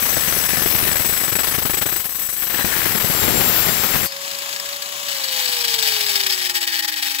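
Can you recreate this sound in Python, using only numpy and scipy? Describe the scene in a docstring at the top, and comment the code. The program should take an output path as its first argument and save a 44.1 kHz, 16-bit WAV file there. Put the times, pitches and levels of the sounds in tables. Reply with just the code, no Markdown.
"""An angle grinder cuts a steel edge: filtered noise grains roar while the disc hops and chatters, modes of the
steel ring and squeal, and under heavy load the disc whistles. At lift-off the blade modes decay freely;
the motor goes on as armature and spindle sines with fan noise, and slack gears knock in a resonant housing.
The switch is let go and friction and fan drag slow the shaft to about half speed amid louder rattling, with
one soft thud. Faint outdoor rumble, shaped from noise, lies under everything."""
import sys
import numpy as np
from scipy import signal
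from scipy.fft import rfft, irfft
from scipy.io import wavfile
from scipy.ndimage import uniform_filter1d

SR = 44100
rng = np.random.default_rng(int(sys.argv[2]) if len(sys.argv) > 2 else 0)


def unload_audio(sound):
    """Save the sound as a 16-bit wav file, at the path given as the first command line argument."""
    columns = np.transpose(np.atleast_2d(sound))
    # keep every value between -1 and 1, then stretch to whole-number steps
    steps = np.round(np.clip(columns, -1, 1) * 32767)
    wavfile.write(sys.argv[1], SR, steps.astype(np.int16))


N = 317520
T = np.arange(N) / SR  # time [s]
LIFT_S = 4.072  # the disc leaves the steel
GEAR_RATIO = 3.11  # armature turns per spindle turn
PORT_LAG_S = 0.000285  # delay of the left port behind the right


def undb(db):
    """Convert a level in dB to an amplitude ratio."""
    return 10 ** (np.asarray(db) / 20)


def unit(x):
    """Normalise to unit rms, so that later gains set the level."""
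    return x / np.sqrt(np.mean(x ** 2))


def curves(table):
    """Interpolate each column linearly in time."""
    s, *columns = np.transpose(table)
    return [np.interp(T, s, c) for c in columns]


def colour(x, points, sign=1, lag_s=0):
    """Linear filtering in the spectrum: (Hz, dB) points joined on a log axis; linear phase gives a delay."""
    hz = np.arange(N // 2 + 1) * SR / N + 1e-3
    f, db = np.transpose(points)
    gain = undb(sign * np.interp(np.log(hz), np.log(f), db))
    delay = np.exp(-2j * np.pi * hz * lag_s)
    return irfft(rfft(x) * gain * delay, N)


def walk(rate):
    """Slow random modulation: levels held 1 / rate s and smoothed twice, with a spread near 1."""
    k = int(SR / rate)
    held = np.repeat(rng.standard_normal(N // k + 1), k)
    return 1.05 * uniform_filter1d(uniform_filter1d(held, k), k)[:N]


def ring(x, modes, state, sway_db, rate):
    """Modal superposition: parallel resonators whose drive follows a state and chance."""
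    total = 0
    for hz, width_hz, db, slope_db in modes:
        drive = x * undb(slope_db * state + sway_db * walk(rate))
        b, a = signal.iirpeak(hz, hz / width_hz, SR)
        total = total + undb(db) * signal.lfilter(b, a, drive)
    return unit(total)


def grit(scatter_db, grain_hz):
    """Granular excitation: white noise in short grains of uneven strength."""
    k = int(SR / grain_hz)
    grain_db = scatter_db * np.minimum(rng.exponential(size=N // k + 1), 3)
    return unit(np.repeat(undb(grain_db), k)[:N] * rng.standard_normal(N))


def blows(runs):
    """Repeated impact: one row (s, peak dB, other columns) per blow, slightly uneven inside a run."""
    chance = rng.standard_normal((len(runs), 16, 2))
    rows = []
    for (s, n, step, db, *rest), c in zip(runs, chance):
        for k in range(round(n)):
            time = s + k * step + .002 * c[k, 0] * (k > 0)  # scatter [s]
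            level = db + 1.5 * c[k, 1] * (n > 1.5)  # scatter [dB]
            rows.append((time, level, *rest))
    return rows


def bursts(events, rise_s, length_s):
    """Impact energy: the powers of the blows add, each with a quick rise and rounded fall."""
    out = np.zeros(N)
    for (s, db), length in zip(events, np.broadcast_to(length_s, len(events))):
        i = int(s * SR)
        t = T[:min(N - i, SR // 10)]
        out[i:i + len(t)] += undb(2 * db) * (1 - np.exp(-t / rise_s)) * np.exp(-(t / length) ** 2)
    return out


def breaks(events, lead_s, half_s):
    """Intermittent contact: the gain sinks as parts separate before a blow and returns faster as they meet."""
    loss_db = 0
    for s, db in events:
        if db > 0:
            width_s = np.where(T < s - lead_s, half_s, 0.45 * half_s)
            loss_db = loss_db + db * np.exp(-((T - s + lead_s) / width_s) ** 2)
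    return undb(-loss_db)


def ports(left, other, lag_s):
    """Interaural-like difference: the right port hears earlier, with shading and partly by other paths."""
    # attenuation of the tool at the right port, scaled by 1.19 below: (frequency [Hz], attenuation [dB])
    shadow = [(300, -0.5), (600, 0), (1000, 2.5), (1500, 1), (2000, 2), (3000, 6), (4500, 9), (6000, 9.5),
              (7000, 8.5), (8000, 26), (9000, -3.5), (11000, 3), (13500, -0.5), (15500, 32)]
    alike = .6  # correlation of the two paths before filtering
    mixed = alike * left + np.sqrt(1 - alike ** 2) * other
    return np.array([colour(left, [(1, 0), (2, 0.018)], lag_s=lag_s), colour(mixed, shadow, sign=-1.19)])


def surroundings():
    """Broadband ambience at each port, and a damped low resonance as the tool touches something soft."""
    # outdoor spectrum: (frequency [Hz], relative spectral level [dB])
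    outdoors = [(15, -30), (40, -10), (90, -6), (200, -12), (500, -23)]
    t = np.maximum(T - 5.489, 0)  # time since the thud [s]
    thud = signal.lfilter(*signal.iirpeak(250, .8, SR), rng.standard_normal(N))
    thud = thud * (t > 0) * np.exp(-t / 0.0079)
    rumble = [unit(colour(rng.standard_normal(N), outdoors)) * undb(-57.5 + 2.0 * walk(3.3)) for _ in range(2)]
    return np.array(rumble) + thud / abs(thud).max() * undb([[-28], [-32]])


def speed():
    """Rotational dynamics: a driven rate that sags under load, then a coast against friction and fan drag."""
    # armature while the switch is held: (time [s], turn rate [Hz])
    driven = [(0.06, 566), (.7, 558), (1.5, 557), (2.4, 562.5), (3.2, 549), (3.6, 545), (4.05, 549),
              (4.3, 558), (4.8, 567.3), (5.07, 570.7)]
    off_s = 5.07
    # coasting loss each second [Hz/s] = friction + drag * rate ** 2, with drag in [1/(Hz s)]
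    friction, drag = 53.7, 4.413e-4
    even = np.sqrt(friction / drag)  # rate at which the two losses are equal [Hz]
    coast = even * drag * np.maximum(T - off_s, 0)
    return even * np.tan(np.arctan(curves(driven)[0] / even) - coast)


def motor(hz, turns):
    """Periodic rotor forces hum at the armature and spindle rates; turbulence of the fan hisses."""
    # harmonics at full speed: (multiple of the armature rate, relative level [dB])
    harmonics = [(1, 0), (2, -9)]
    # spindle hum, on the same scale as the harmonics: (time [s], relative level [dB])
    spindle_level = [(0, -14), (4.1, -19.5), (4.5, -18), (5.5, -24), (5.9, -15), (6.3, -18), (7.2, -29)]
    # gain of the whole hum, before its sway and port gains: (time [s], level [dB])
    hum_level = [(0, -47), (2.4, -52.5), (3.2, -51), (4.05, -43), (4.15, -35.5), (4.9, -38), (5.3, -37.5),
                 (6, -34.5), (6.6, -41.5), (7.2, -45.5)]
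    # cooling fan before its sway and the ports: (time [s], level [dB])
    fan_level = [(0, -31), (2.5, -34), (4, -31.5), (4.3, -25.5), (6.3, -26), (7.2, -44)]
    # fan noise spectrum: (frequency [Hz], relative spectral level [dB])
    fan_air = [(30, -40), (100, -11.5), (300, -10), (600, -3), (1100, 5), (1500, 0), (2500, 4), (3000, 7),
               (5500, 3), (7800, 5.5), (8500, -6), (15700, -0.5)]
    slowing = np.log2(hz.max() / hz)  # octaves below top speed
    hum = sum(undb(db - 4.2 * (k - 1) * slowing) * np.sin(k * turns) for k, db in harmonics)
    hum = hum + undb(curves(spindle_level)[0]) * np.sin(turns / GEAR_RATIO)
    hum = hum * undb(curves(hum_level)[0] + 1.0 * walk(12))
    air = []
    for _ in range(2):
        level_db = curves(fan_level)[0] + 1.44 * walk(25.17)
        air.append(unit(colour(rng.standard_normal(N), fan_air)) * undb(level_db))
    return ports(*air, PORT_LAG_S) + hum * undb([[-6], [0]])


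def gears(hz):
    """Backlash impacts: loose teeth clatter and knock across their slack, exciting modes of the housing."""
    # knocks in runs: (first knock [s], knocks, spacing [s], relative peak [dB], gap before [dB])
    rattles = [(4.121, 2, .042, -27, -2), (4.2136, 3, .032, -23.5, 4), (4.312, 3, .0195, -24, -3),
               (4.386, 4, .0353, -22.5, -3), (4.527, 3, .0355, -21.5, -5), (4.656, 2, .034, -20.5, -2),
               (4.729, 2, .032, -23, -3.5), (4.82, 1, 0, -19.5, 2), (4.857, 3, .032, -26, 8),
               (4.963, 4, .0335, -25.5, 13), (5.084, 2, .063, -20, -5), (5.202, 4, .04, -21.5, 6),
               (5.387, 2, .025, -26, -5), (5.481, 4, .042, -18, 2), (5.644, 2, .037, -12, 7.5),
               (5.739, 1, 0, -13, 2), (5.788, 2, .039, -12.5, 7), (5.872, 4, .0445, -13.5, 0.5),
               (6.062, 2, .031, -15, 1), (6.155, 1, 0, -12.5, -2), (6.2, 1, 0, -14, 7),
               (6.234, 3, .032, -14, 6), (6.33, 3, .043, -16.5, 4), (6.45, 1, 0, -21, 2),
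               (6.495, 1, 0, -11.5, 8), (6.543, 1, 0, -21, 28), (6.556, 1, 0, -14, 4),
               (6.612, 1, 0, -21, 15), (6.627, 1, 0, -14, 1), (6.673, 1, 0, -16.5, 18),
               (6.728, 1, 0, -22, 5), (6.788, 1, 0, -18.5, 2.5), (6.828, 1, 0, -20, 15),
               (6.845, 1, 0, -15, 0), (6.879, 1, 0, -13.5, 20), (6.924, 1, 0, -31, 10),
               (6.966, 1, 0, -26, 12), (7.024, 1, 0, -14.5, 12.5), (7.062, 2, .042, -22, 2.5),
               (7.146, 1, 0, -21, 4), (7.189, 1, 0, -16, 8)]
    # steady force between the knocks, before its sway: (time [s], relative level [dB])
    clatter = [(4.1, -36), (5.04, -38), (5.09, -25), (5.26, -21.5), (5.46, -17.5), (6.3, -18), (7.2, -19)]
    # direct gearbox noise: (frequency [Hz], relative spectral level [dB])
    gearbox = [(88, -51), (150, -23), (542, -34.5), (831, -9), (934, -10), (1460, -11), (1610, 0),
               (2120, -1), (3180, -6.5), (7950, -6.5), (8760, -12), (14500, -7), (15700, 0.5)]
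    # housing modes: (frequency [Hz], width [Hz], level [dB], drive change per halving of shaft speed [dB])
    housing = [(831.6, 11, 1.5, 3.5), (1665, 16, 7.5, -15), (1882, 44, -8.5, 17.5), (2510, 330, -6, 2),
               (2960, 49, 5, -1), (3270, 176, 2, 2), (3676, 95, 6, -2.5), (4030, 150, 7, -14),
               (4470, 190, 8, -7.5), (5050, 250, 6, -0.5), (6100, 72, -7, -5), (7750, 160, 5, -6),
               (11360, 160, -3, -6), (14100, 160, -1, 0), (14300, 81, 5, -18)]
    # gain at the centre of three bands: (time [s], top [dB], upper [dB], lower [dB])
    band_gains = [(4.1, 2, -1, 6), (5.05, -4, -1.5, 1.5), (5.3, -15, 3, 0), (5.6, 0.5, 0.5, -2),
                  (6.25, 0.5, 2.5, 0), (6.55, 0, 0.5, 1.5), (6.8, -11, 4.5, 5.5), (7.2, -9, 1.5, -8.5)]
    # those bands, in the same order: (frequency [Hz], Q)
    bands = [(5060, 23), (4330, 4.6), (1820, 4.9)]
    free = np.clip((T - LIFT_S) / .02 + 1, 0, 1)
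    steady = undb(2 * (curves(clatter)[0] + 2.0 * walk(60)))
    knocks = np.array(blows(rattles))
    knock_s = 3.43 / np.interp(knocks[:, 0], T, hz)  # a knock lasts a few armature turns
    impact = bursts(knocks[:, [0, 1]], rise_s=0.00041, length_s=knock_s)
    force = np.sqrt(steady + impact) * free
    force = force * breaks(knocks[:, [0, 2]], lead_s=0.01, half_s=0.0093)
    slowing = np.log2(hz.max() / hz)
    paths = []
    for _ in range(2):
        teeth = grit(3.74, 2000.) * force
        direct = unit(colour(teeth, gearbox))
        body = 0.78 * direct + 0.68 * ring(teeth, housing, slowing, sway_db=2.0, rate=22.)
        body = body + sum((undb(db) - 1) * signal.lfilter(*signal.iirpeak(f, q, SR), body)
                          for (f, q), db in zip(bands, curves(band_gains)))
        paths.append(undb(0.5) * body * np.std(teeth))
    return ports(*paths, PORT_LAG_S)


def ring_out():
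    """Free decay: the last kick of the disc leaves the blade modes to fade exponentially."""
    # blade modes: (frequency [Hz], relative level [dB], time to fall by 60 dB [s])
    farewell = [(4344, -7, .4), (4474, 0, .2), (4753, -3, .4), (5103, -6, .4), (6611, -8, .2),
                (11100, -2, .12), (11900, -10, .25), (12790, -8, .2)]
    t = np.maximum(T - LIFT_S + .015, 0)
    start = rng.uniform(0, 2 * np.pi, len(farewell))
    tones = sum(undb(db - 60 * t / t60) * np.sin(2 * np.pi * hz * t + p)
                for (hz, db, t60), p in zip(farewell, start))
    return tones * (1 - np.exp(-t / 0.0047)) * undb([[-24.5], [-34.5]])


def whistle(spindle):
    """Amplitude modulation: the loaded disc's unsteady tone has a side line each way at the spindle rate."""
    # tone before its sway and modulation: (time [s], frequency [Hz], level [dB])
    tone_course = [(2.6, 7506, -38), (2.75, 7490, -28), (3.05, 7485, -31), (3.2, 7468, -21),
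                   (3.5, 7427, -22), (4.07, 7451, -26)]
    hz, db = curves(tone_course)
    on = np.clip((T - tone_course[0][0]) / .05, 0, 1) * np.clip((LIFT_S - T) / .02, 0, 1)
    tone = np.sin(2 * np.pi * np.cumsum(hz) / SR + 0.34 * walk(60))
    return tone * (1 + .5 * np.cos(spindle)) * on * undb(db + 2.0 * walk(24.8))


def squealing(touch):
    """Narrow-band resonance: noise in two sharp steel modes, heard in short spells."""
    # squeal modes: (frequency [Hz], width [Hz], relative level [dB], drive slope [dB], zero here)
    squeal_modes = [(14326, 14, 0, 0), (14150, 14, -5, 0)]
    # spells: (centre [s], half length [s], level [dB])
    spells = [(0, .05, -28), (0.887, .08, -32), (3.514, 0.13, -21), (4.0, .05, -34)]
    tone = ring(rng.standard_normal(N) * touch, squeal_modes, 0, sway_db=3.0, rate=5.5)
    return tone * sum(undb(db) * np.exp(-((T - s) / half) ** 4) for s, half, db in spells)


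def steel_ringing(load, ring_db):
    """Forced modal vibration: each blade mode swells and fades in its own slow cycle during the cut."""
    # blade modes: (frequency [Hz], relative level [dB], swing [dB], cycles during the cut,
    # part of the cut with strongest ringing [0-1 from start to lift-off])
    blade = [(4005, -16, 7, 1, 0.55), (4759, -15.9, 5.4, 2.0, 0.34), (5350, -13.5, 5, 0.8, 0.1),
             (5448, -14, 3.6, 2.7, 0.16), (6090, -12, 5.9, 2.1, 0.1), (6245, -13.4, 4.3, 1.3, 0.46),
             (6395, -12.7, 2.0, 1.2, 0.12), (7450, -11.5, 7, 0.7, 1.05), (7860, -2.9, 6.5, 0.7, 0.31),
             (7957, -8.2, 3.7, 2.8, 0.24), (8247, -14.4, 5.8, 1.7, 0.54), (8775, -16.6, 4.4, 1.2, 0.43),
             (9335, -8.9, 2.0, 2.3, 0.18), (9755, -9.8, 5.7, 1.1, 0.3), (9841, -9.1, 7, 0.5, 0.35),
             (10842, -14.5, 2.0, 1.6, 0.06), (11100, -11.9, 2.2, 3.0, 0.09), (11639, -4.8, 1.4, 2.4, 0.27),
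             (11854, -6.1, 3.1, 0.8, 0.78), (12199, -3.8, 3.0, 1.7, 0.42), (12478, -8.4, 4.4, 1.5, 0.55),
             (12801, -5, 4.2, 3.0, 0.19), (12952, -10, 2.0, 1.3, 0.52), (14147, -4.8, 4.0, 1.6, 0.3),
             (14330, 0, 4.6, 2.9, 0.21), (14632, -7.1, 7, 0.5, 0.45), (14923, -2.9, 2.9, 1.9, 0.03),
             (15248, -6.2, 3.3, 1.4, 0.5)]
    progress = np.clip(T / LIFT_S, 0, 1)  # steady progress of the mode pattern during the cut
    modes = []
    for hz, db, swing_db, cycles, strongest in blade:
        width_hz = hz / 336 + 7  # the touching disc adds damping [Hz]
        swell_db = swing_db * np.cos(2 * np.pi * cycles * (progress - strongest))
        modes.append((hz, width_hz, db, swell_db))
    drive = load * undb(ring_db)
    return [undb(-19.5) * ring(grit(1.4, 3000.) * drive, modes, 1, sway_db=2.5, rate=8.) for _ in range(2)]


def guard_tone(press):
    """Forced resonance: the contact noise excites the hollow tone of the guard."""
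    # level against the spread of the contact pressure: (time [s], level [dB])
    guard_level = [(0, -10), (1, -3), (1.4, -14), (2.45, -8), (2.54, -5), (2.61, 2), (2.66, -7.5), (2.8, 3),
                   (3, -13), (3.5, -20), (4.06, -15)]
    # guard modes: (frequency [Hz], width [Hz], relative level [dB], drive slope [dB], zero here)
    guard_modes = [(1755, 230, 3.5, 0), (2010, 180, -4, 0)]
    tone = ring(grit(4.4, 1000.) * press, guard_modes, 0, sway_db=2.5, rate=7.7)
    return tone * np.std(press) * undb(curves(guard_level)[0])


def grinding(spindle):
    """Frictional excitation: grit under fluctuating pressure roars at the left port and rings the steel."""
    # contact, before the mix gains: (time [s], roar [dB], rumble over roar [dB], ring drive and sparks [dB],
    # chatter depth [0-1], ring at the right port over the left before shading [dB])
    contact = [(0, -22.5, -12.5, -22.5, 0.22, -1.5), (.5, -22, -8.5, -24, 0.35, -2),
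               (.9, -21, -3.5, -25, 0.43, -0.5), (1.2, -25.5, -9, -25, 0.14, -2.5),
               (1.5, -22, -11, -26, 0.3, 1), (1.85, -27.5, -10.5, -27, .15, 0.5),
               (2.1, -33, -13, -30, 0.43, -4), (2.44, -32.5, -13.5, -27, 0, -3),
               (2.58, -23, -6, -26.5, 0.15, -0.5), (3.1, -21, -6.5, -23, 0.23, 0),
               (3.36, -19.5, 2, -25.5, 0, 2.5), (3.6, -19, -6, -24.5, 0.03, 1),
               (4.06, -22, -5, -25.5, 0, -1.5)]
    # hops, levels before the mix:
    # (first landing [s], landings, spacing [s], peak [dB], gap before [dB], low knock [dB])
    bounces = [(.021, 5, 0.034, -21, 4, -25), (.17, 1, 0, -37, -2, -15.5), (.274, 3, .045, -20, 1, -18),
               (.436, 1, 0, -25, 3, -21), (.484, 1, 0, -18, 12, -25), (.53, 3, 0.041, -21.5, 3, -20),
               (.656, 1, 0, -18.5, 6, -13.5), (.702, 4, 0.039, -21, 4.5, -24), (.868, 1, 0, -15.5, 3, -20),
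               (.91, 5, .044, -20, 6, -29), (1.124, 5, .0375, -18, 4, -31), (1.318, 1, 0, -16.5, 11, -22),
               (1.351, 2, .034, -15.5, 11, -17), (1.432, 4, 0.037, -17.5, 7, -27),
               (1.578, 6, .0385, -18.5, 10.5, -19), (1.812, 2, .0405, -17.5, 18, -19),
               (1.886, 2, .035, -20, 7, -43), (1.957, 1, 0, -20, 6, -32), (1.993, 1, 0, -24.5, 3, -36),
               (2.04, 1, 0, -27, 21, -40), (2.052, 1, 0, -29, 0, -36), (2.089, 1, 0, -34, 25, -33),
               (2.119, 1, 0, -33, 5, -45), (2.145, 2, 0.036, -26.5, 13, -35), (2.213, 1, 0, -28, 2, -45),
               (2.287, 2, 0.035, -30, 10, -33), (2.361, 1, 0, -41, 11, -44), (2.42, 1, 0, -21, -4, -38),
               (2.466, 2, 0.028, -21.5, 10, -41), (2.537, 2, 0.054, -19, 0, -25),
               (2.644, 1, 0, -21, 7, -14.5), (2.72, 2, 0.04, -21, 2, -33), (2.854, 1, 0, -17, -27, -17),
               (2.947, 2, .023, -14.5, 3.5, -19), (2.997, 1, 0, -17, 11, -26),
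               (3.04, 2, 0.053, -22, 3.5, -15.5), (3.228, 2, 0.047, -15, -2, -12),
               (3.405, 1, 0, -14, -3, -30), (3.684, 1, 0, -16.5, -8, -15), (3.833, 1, 0, -15, 1, -32),
               (3.935, 2, 0.02, -15.5, -23, -26), (4.028, 1, 0, -19, 3.5, -16)]
    # roar spectrum: (frequency [Hz], relative spectral level [dB])
    roar_air = [(180, -9), (300, -8), (1500, -3), (2050, -3.5), (6210, -8.5), (7090, -15), (7700, -15.5),
                (8650, -20), (9090, -11), (11800, -12.5), (13500, -6.5), (14700, -9), (15700, -2.5)]
    # landings are duller than steady grinding: (frequency [Hz], gain [dB])
    hop_colour = [(2200, -0.5), (5000, -5)]
    # low rumble spectrum: (frequency [Hz], relative spectral level [dB])
    rumble_air = [(12, -44), (20, -16), (108, -0.5), (177, 0.5), (295, -4), (352, -3.5), (900, -11.5),
                  (1170, -74), (1980, -120)]
    # hiss of the cut: (frequency [Hz], relative spectral level [dB])
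    spark_air = [(5000, -30), (8600, -20), (9200, -12), (10500, -8), (13500, -4), (15700, -5)]
    # attenuation of the ringing at the right port, scaled by 0.85 below: (frequency [Hz], attenuation [dB])
    steel_shade = [(2600, 8), (5300, 9.5), (6300, 13), (7600, 40), (8300, 3), (9600, 8), (12000, 4.5),
                   (13000, 31), (14300, 12), (15500, 24)]
    roar_db, rumble_db, ring_db, depth, far_db = curves(contact)
    hops = np.array(blows(bounces))
    touch = np.clip((LIFT_S - T) / .012, 0, 1)

    beat = 2 * np.pi * 77.47 * T + 0.89 * walk(5.29)  # chatter phase, 77.47 Hz with a slow wander
    chatter = 1 + np.clip(depth, 0, .95) * np.sin(beat)
    runout = 1 + 0.18 * np.cos(spindle)  # the disc is slightly out of true
    steady = undb(2 * roar_db)
    landing = bursts(hops[:, [0, 1]], rise_s=0.0016, length_s=.014)
    press = np.sqrt(steady + landing) * chatter * runout * touch
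    press = press * breaks(hops[:, [0, 2]], lead_s=0.0032, half_s=.010)
    # the steel follows the blows more mildly
    load = (press / uniform_filter1d(press + 1e-6, SR // 5)) ** .5 * touch

    roar = unit(colour(grit(0.8, 1500.), roar_air)) * press
    roar = roar + (colour(roar, hop_colour) - roar) * landing / (landing + steady)
    knock = bursts(hops[:, [0, 3]], rise_s=0.0024, length_s=0.0095) * touch
    thump = np.sqrt((press * undb(rumble_db)) ** 2 + knock)
    rumble = [unit(colour(grit(4.16, 600.), rumble_air)) * thump for _ in range(2)]
    sparks = unit(colour(grit(2.0, 4000.), spark_air)) * load * undb(ring_db - 10)
    # the whole work piece throbs at the chatter rate
    shake = undb(-5.0) * np.clip(depth, 0, 1) * uniform_filter1d(press, SR // 20) * np.sin(beat)

    steel = steel_ringing(load, ring_db)
    near = steel[0] + squealing(touch) + whistle(spindle)
    alike = 0.73  # other parts of the blade face the right port
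    far = alike * near + np.sqrt(1 - alike ** 2) * steel[1]
    left = guard_tone(press) + shake + undb(6.5) * roar + sparks + undb(-0.5) * rumble[0]
    left = left + colour(near, [(1, 0), (2, 0)], lag_s=0.0017)
    right = undb(-32.5) * rumble[1] + colour(far, steel_shade, sign=-0.85) * undb(far_db)
    return np.array([left, right])


def scene():
    """Superposition of sources; contact, motor and gears share one shaft speed."""
    hz = speed()
    turns = 2 * np.pi * np.cumsum(hz) / SR  # armature angle [rad]
    return surroundings() + motor(hz, turns) + gears(hz) + ring_out() + grinding(turns / GEAR_RATIO)


def record(dry):
    """Soft saturation rounds the loudest peaks, then a steep low-pass removes the top."""
    cut = signal.ellip(14, .2, 90, 15720, fs=SR, output="sos")  # band edge [Hz]
    return signal.sosfilt(cut, .93 * np.tanh(dry / .93))


dry = scene()
out = record(dry)
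unload_audio(out)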